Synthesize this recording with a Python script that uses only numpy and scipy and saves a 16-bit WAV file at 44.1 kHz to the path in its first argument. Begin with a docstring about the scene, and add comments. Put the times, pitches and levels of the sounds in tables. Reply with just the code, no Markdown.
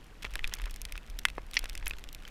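"""Skiing through falling snow

On the slope behind a dog, heard from the microphone of a camera worn on the body.
Icy grains tick on the housing, right at the microphone; at arm's length, poles and gear knock,
click and give a few louder clacks. Underfoot, snow crunches in bursts of tiny fractures and the
skis glide with a soft, grainy hiss. Wind on the microphone lays a low rumble under it all."""
import sys
import numpy as np
from scipy.fft import rfft, irfft, next_fast_len
from scipy.io import wavfile
from scipy.ndimage import uniform_filter1d

SR = 44100
rng = np.random.default_rng(int(sys.argv[2]) if len(sys.argv) > 2 else 0)


def int16_out(signal):
    """Quantize to a 16-bit WAV file."""
    q = np.round(np.clip(np.atleast_2d(signal).T, -1, 1) * 32767)
    wavfile.write(sys.argv[1], SR, q.astype(np.int16))


N = 101429

# wind on the microphone: (time [s], level [dB])
WIND_LEVEL = [(.18, -53), (.3, -39.5), (.39, -38), (.45, -28.5), (.53, -46.5), (.64, -33), (.78, -43.5),
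              (.95, -39.5), (1.06, -53), (1.12, -33), (1.2, -44.5), (1.33, -43), (1.55, -45.5), (1.63, -36),
              (1.73, -41), (1.83, -33.5), (1.95, -42.5), (2.3, -47)]
# colour of its rumble: (frequency [Hz], level [dB])
WIND_SPECTRUM = [(14, -9), (36, -1.5), (62, -18.5), (100, -37), (1000, -88)]
# still air over the slope: (frequency [Hz], level [dB])
AIR_SPECTRUM = [(100, 0.5), (500, -10), (3000, -21), (4800, -26), (9000, -32.5), (14500, -35.5),
                (16000, -55)]
# swell of the skis' glide: (time [s], relative level [dB])
GLIDE_LEVEL = [(.18, -64), (.43, -55), (.62, -54), (.8, -61.5), (.98, -59), (1.05, -62), (1.48, -64),
               (1.62, -53), (1.78, -59.5), (1.88, -56.5), (2.13, -63.5), (2.3, -56.5)]
# colour of the glide: (frequency [Hz], level [dB])
GLIDE_SPECTRUM = [(600, -5.5), (1200, -1), (2700, 0.5), (3800, -5.5), (5600, -8.5), (8000, -13),
                  (13000, -22), (16000, -40)]
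# snow giving way underfoot: (time [s], length [s], level [dB], brightness [dB/octave])
SNOW_CRUNCHES = [(0.223, 0.0085, -42, -0.5), (0.2454, 0.0072, -40, -5), (.259, 0.0087, -44.5, -10.5),
                 (.522, 0.0072, -42, -10.5), (0.663, .018, -51, -17), (1.545, 0.016, -44.5, 0),
                 (1.872, 0.0045, -40.5, -8)]
# pitched clicks of the gear: (time [s], level [dB], ring [Hz], overtone boost [dB])
GEAR_CLICKS = [(0.2502, -33, 2280, -12), (0.3557, -34.5, 1710, -13), (0.3927, -36.5, 1970, -12),
               (0.4433, -27.5, 2480, 8), (0.4511, -41, 2350, 0), (0.9779, -41.5, 2530, -15),
               (1.9096, -32.5, 2480, -20), (2.2522, -43.5, 3070, -24)]
# their colour before the ring is added: (frequency [Hz], level [dB])
CLICK_SPECTRUM = [(200, -19), (950, -17), (1800, -6), (3800, -9), (5500, -20), (16000, -34)]
# sharp crack of a pole: (frequency [Hz], level [dB])
CRACK_SPECTRUM = [(550, -28), (950, -14.5), (1300, -12), (1760, 2), (2300, -4.5), (3400, -9.5), (4200, -16),
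                  (8800, -23.5), (9900, -15), (11300, -32), (13400, -27), (16000, -50)]
# dull knocks of poles planted in snow: (time [s], level [dB])
POLE_KNOCKS = [(.2456, -42), (.2503, -44), (.362, -46), (.667, -46.5), (1.3814, -32), (1.639, -44)]
# their colour: (frequency [Hz], level [dB])
KNOCK_SPECTRUM = [(200, -9), (480, 1), (700, -3), (1120, 3), (1500, -11), (2400, -15), (3400, -33),
                  (9000, -58)]
# contacts in one chattering clack of the gear: (time [s], level [dB])
CLACK_CONTACTS = [(1.5686, -21), (1.5707, -23.5), (1.5745, -31.5)]
# their colour: (frequency [Hz], level [dB])
CLACK_SPECTRUM = [(150, -27), (1450, -25), (1750, -7), (2280, 0), (3000, -8.5), (3800, -16.5), (4600, -11),
                  (5700, -12.5), (6800, -35), (16000, -57)]
# colour of the camera's housing: (frequency [Hz], level [dB])
HOUSING_SPECTRUM = [(150, -11.5), (700, -17.5), (1750, -2), (2500, 2), (3500, 0), (4500, -6.5),
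                    (5600, -4.5), (7200, -11), (10000, -12.5), (13500, -16.5), (16000, -27)]
# its faint ring after every blow: (frequency [Hz], relative level [dB], t60 [s])
HOUSING_RING = [(1700, -4.5, 0.038), (2108, -5.5, 0.06), (2590, 3, 0.038), (3450, 0, 0.028),
                (9700, -14, 0.029)]
# icy grains on the housing: (time [s], level [dB], brightness [dB/octave])
ICE_TICKS = [(0.3379, -44, 3), (0.3555, -37, 2), (0.4756, -40.5, 4.5), (0.538, -30.5, 4), (0.5516, -48, 10),
             (0.599, -43, -13), (0.6178, -45.5, 2.5), (0.6402, -45, -3.5), (0.6577, -42, -1.5),
             (0.71, -46.5, 7), (0.7418, -47, 4.5), (0.7612, -44, 3), (0.8168, -38.5, 9), (0.8523, -37, 0),
             (0.923, -38.5, 2), (0.9556, -42, -8), (0.9778, -49, 8), (1.1, -50, 4.5), (1.1893, -37.5, 2.5),
             (1.1927, -42, 5.5), (1.2853, -38.5, -2), (1.301, -43.5, 0), (1.5122, -49, 3.5),
             (1.5348, -41, -1.5), (1.5423, -39.5, 4.5), (1.5917, -34, 3), (1.6422, -40, 0),
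             (1.657, -39.5, -2), (1.6967, -39, 2.5), (1.7525, -39, -0.5), (1.7769, -41, 2.5),
             (1.8272, -44.5, -13.5), (1.859, -42.5, 6), (1.8671, -36, -8.5), (1.8694, -33, 0.5),
             (1.8797, -34.5, 19), (1.898, -46.5, 8), (1.9355, -43, -9), (1.985, -48, -1),
             (2.0402, -44.5, 1.5), (2.0892, -45, 1.5), (2.1287, -47, 12), (2.1485, -42, 6),
             (2.2783, -47, 0.5)]

AIR_DB, GLIDE_HISS_DB, GLIDE_GRAINS_DB = -56.5, -8, -2
GRAIN_HZ, GRAIN_SPREAD_OCT, GRAIN_T60_CYCLES, GRAIN_SIZE_DB = 2300, 0.74, 16, 4
RING_DB, TICK_SCATTER_DB, TICK_T60_S = -14.5, 3, 0.0088
TOP_HZ = 16300  # the camera's band limit
SIZE = 4096  # samples in one short sound
HZ = np.fft.rfftfreq(SIZE, 1 / SR)
T = np.arange(SIZE) / SR


def amp(db):
    """Decibels to gain."""
    return 10 ** (np.asarray(db) / 20)


def unit(x):
    """Scale to rms 1."""
    return x / np.sqrt(np.mean(x ** 2) + 1e-20)


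def along(spectrum, hz=HZ):
    """A spectrum's level in dB at hz, interpolated on a log frequency axis."""
    points_hz, db = np.transpose(spectrum)
    return np.interp(np.log(hz + 1), np.log(points_hz), db)


def curve(rows):
    """Join (time [s], level [dB]) points into one level per sample."""
    return np.interp(np.arange(N) / SR, *np.transpose(rows))


def coloured(x, spectrum):
    """Filter a long sound to the given spectrum, at rms 1."""
    padded = next_fast_len(N + 2 * SIZE)
    gain = amp(along(spectrum, np.fft.rfftfreq(padded, 1 / SR)))
    return unit(irfft(rfft(x, padded) * gain, padded)[:N])


def struck(force, colour_db):
    """Causal answer of a body of this colour to a short force."""
    cepstrum = irfft(np.log(amp(colour_db)))
    cepstrum[1:SIZE // 2] *= 2  # fold to minimum phase
    cepstrum[SIZE // 2 + 1:] = 0
    return unit(irfft(rfft(force) * np.exp(rfft(cepstrum))))


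def add(out, s, sound, db, length=0.005):
    """Mix in a short sound at s seconds, with the energy of db held for length seconds."""
    start = int(np.clip(round(s * SR), 0, N - 1))
    out[start:start + SIZE] += (amp(db) * unit(sound) * np.sqrt(length * SR / SIZE))[:N - start]


def blow(colour_db, scatter_db, scatter_t60):
    """One contact, its quickly dying scatter inside the body, and the ring of the housing."""
    contact = unit(1.0 * (T == 0))
    scatter = unit(rng.standard_normal(SIZE) * amp(-60 * T / scatter_t60))
    body = struck(contact + amp(scatter_db) * scatter, colour_db)
    hz, db, t60 = np.transpose(HOUSING_RING)[:, :, None]
    db = db + np.interp(hz, HZ, colour_db) + rng.normal(0, 3.2, hz.shape)
    detune = rng.normal(1, 0.01, hz.shape)
    modes = amp(db - 60 * T / t60) * np.sin(2 * np.pi * hz * T * detune)
    return body + amp(RING_DB) * unit(modes.sum(0))


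def housing(brightness):
    """The housing's colour, tilted: harder, smaller grains favour its upper resonances."""
    octaves = np.log2(np.clip(HZ, 1500, 11000))
    return along(HOUSING_SPECTRUM) + brightness * (octaves - octaves.mean())


def air():
    """Still air all around: a faint, steady rush."""
    return amp(AIR_DB) * coloured(rng.standard_normal(N), AIR_SPECTRUM)


def wind():
    """Slow buffets right on the microphone make a low rumble."""
    rumble = coloured(rng.standard_normal(N), WIND_SPECTRUM)
    local_rms = np.sqrt(np.abs(uniform_filter1d(rumble ** 2, size=SR // 10)))
    return amp(curve(WIND_LEVEL)) * unit(rumble / local_rms)


def glide(grains_per_s=220):
    """Skis sliding underfoot: crumbling grains, each with its own pitch, over a faint hiss."""
    grains, count = np.zeros(N), int(grains_per_s * N / SR)
    hiss = amp(GLIDE_HISS_DB) * coloured(rng.standard_normal(N), GLIDE_SPECTRUM)
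    for k, (late, pitch, size) in enumerate(rng.standard_normal((count, 3))):
        cycles = T * min(GRAIN_HZ * 2 ** (GRAIN_SPREAD_OCT * pitch), TOP_HZ)
        grain = np.sin(2 * np.pi * cycles) * amp(-60 * cycles / GRAIN_T60_CYCLES)
        add(grains, abs(k + late) / grains_per_s, grain, GRAIN_SIZE_DB * min(size, 1))
    crumble = amp(GLIDE_GRAINS_DB) * coloured(grains, GLIDE_SPECTRUM)
    return amp(curve(GLIDE_LEVEL)) * (hiss + crumble)


def crunches(fractures_per_s=1500, release_t60=0.014):
    """Snow gives way under the skis in short bursts of tiny fractures, coloured by the housing."""
    out = np.zeros(N)
    for s, length, db, brightness in SNOW_CRUNCHES:
        strength = rng.standard_normal(SIZE)
        fractures = (rng.random(SIZE) < fractures_per_s / SR) | (T == 0)
        envelope = amp(-60 * np.maximum(T - length, 0) / release_t60)
        add(out, s, struck(strength * fractures * envelope, housing(brightness)), db, length)
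    return out


def gear_clicks(peak_db=14, half_width_hz=160, overtone_ratio=1.5):
    """Gear tapping close by: each blunt contact rings briefly at one pitch and an overtone."""
    out = np.zeros(N)
    resonance = lambda hz: 1 / (1 + ((HZ - hz) / half_width_hz) ** 2)
    for s, db, hz, overtone_db in GEAR_CLICKS:
        peaks = amp(peak_db) * resonance(hz) + amp(overtone_db) * resonance(overtone_ratio * hz)
        colour_db = along(CLICK_SPECTRUM) + 20 * np.log10(1 + peaks)
        add(out, s, blow(colour_db, scatter_db=-6, scatter_t60=0.011), db)
    return out


def gear_clack():
    """Gear chatters close by: contacts milliseconds apart merge into one loud clack."""
    out = np.zeros(N)
    for s, db in CLACK_CONTACTS:
        add(out, s, blow(along(CLACK_SPECTRUM), scatter_db=1.5, scatter_t60=0.015), db)
    return out


def poles(crack_s=1.253, crack_db=-18):
    """Poles at arm's length: one sharp crack, and dull knocks as they are planted in snow."""
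    out = np.zeros(N)
    add(out, crack_s, blow(along(CRACK_SPECTRUM), scatter_db=-6, scatter_t60=0.017), crack_db)
    for s, db in POLE_KNOCKS:
        add(out, s, blow(along(KNOCK_SPECTRUM), scatter_db=-9.5, scatter_t60=0.03), db)
    return out


def ice_ticks(fine_per_s=45, fine_boost_db=5.5):
    """Icy grains hit the housing at the microphone; fine ones fall at random, louder with the glide."""
    out, glide_db = np.zeros(N), curve(GLIDE_LEVEL)
    for s, db, brightness in ICE_TICKS:
        add(out, s, blow(housing(brightness), TICK_SCATTER_DB, TICK_T60_S), db)
    for when, faintness, hardness in rng.random((int(fine_per_s * N / SR), 3)):
        db = glide_db[int(when * N)] + fine_boost_db - 7 * faintness
        add(out, when * N / SR, blow(housing(9 * hardness - 5), TICK_SCATTER_DB, TICK_T60_S), db)
    return out


def scene():
    """All sources at the one body-worn microphone."""
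    impacts = ice_ticks() + gear_clicks() + poles() + gear_clack()
    return (impacts + crunches() + glide() + wind() + air())[None]


def record(dry):
    """The camera keeps nothing above its band limit."""
    padded = next_fast_len(N + 2 * SIZE)
    passband = np.fft.rfftfreq(padded, 1 / SR) < TOP_HZ
    return irfft(rfft(dry, padded) * passband, padded)[:, :N]


dry = scene()
out = record(dry)
int16_out(out)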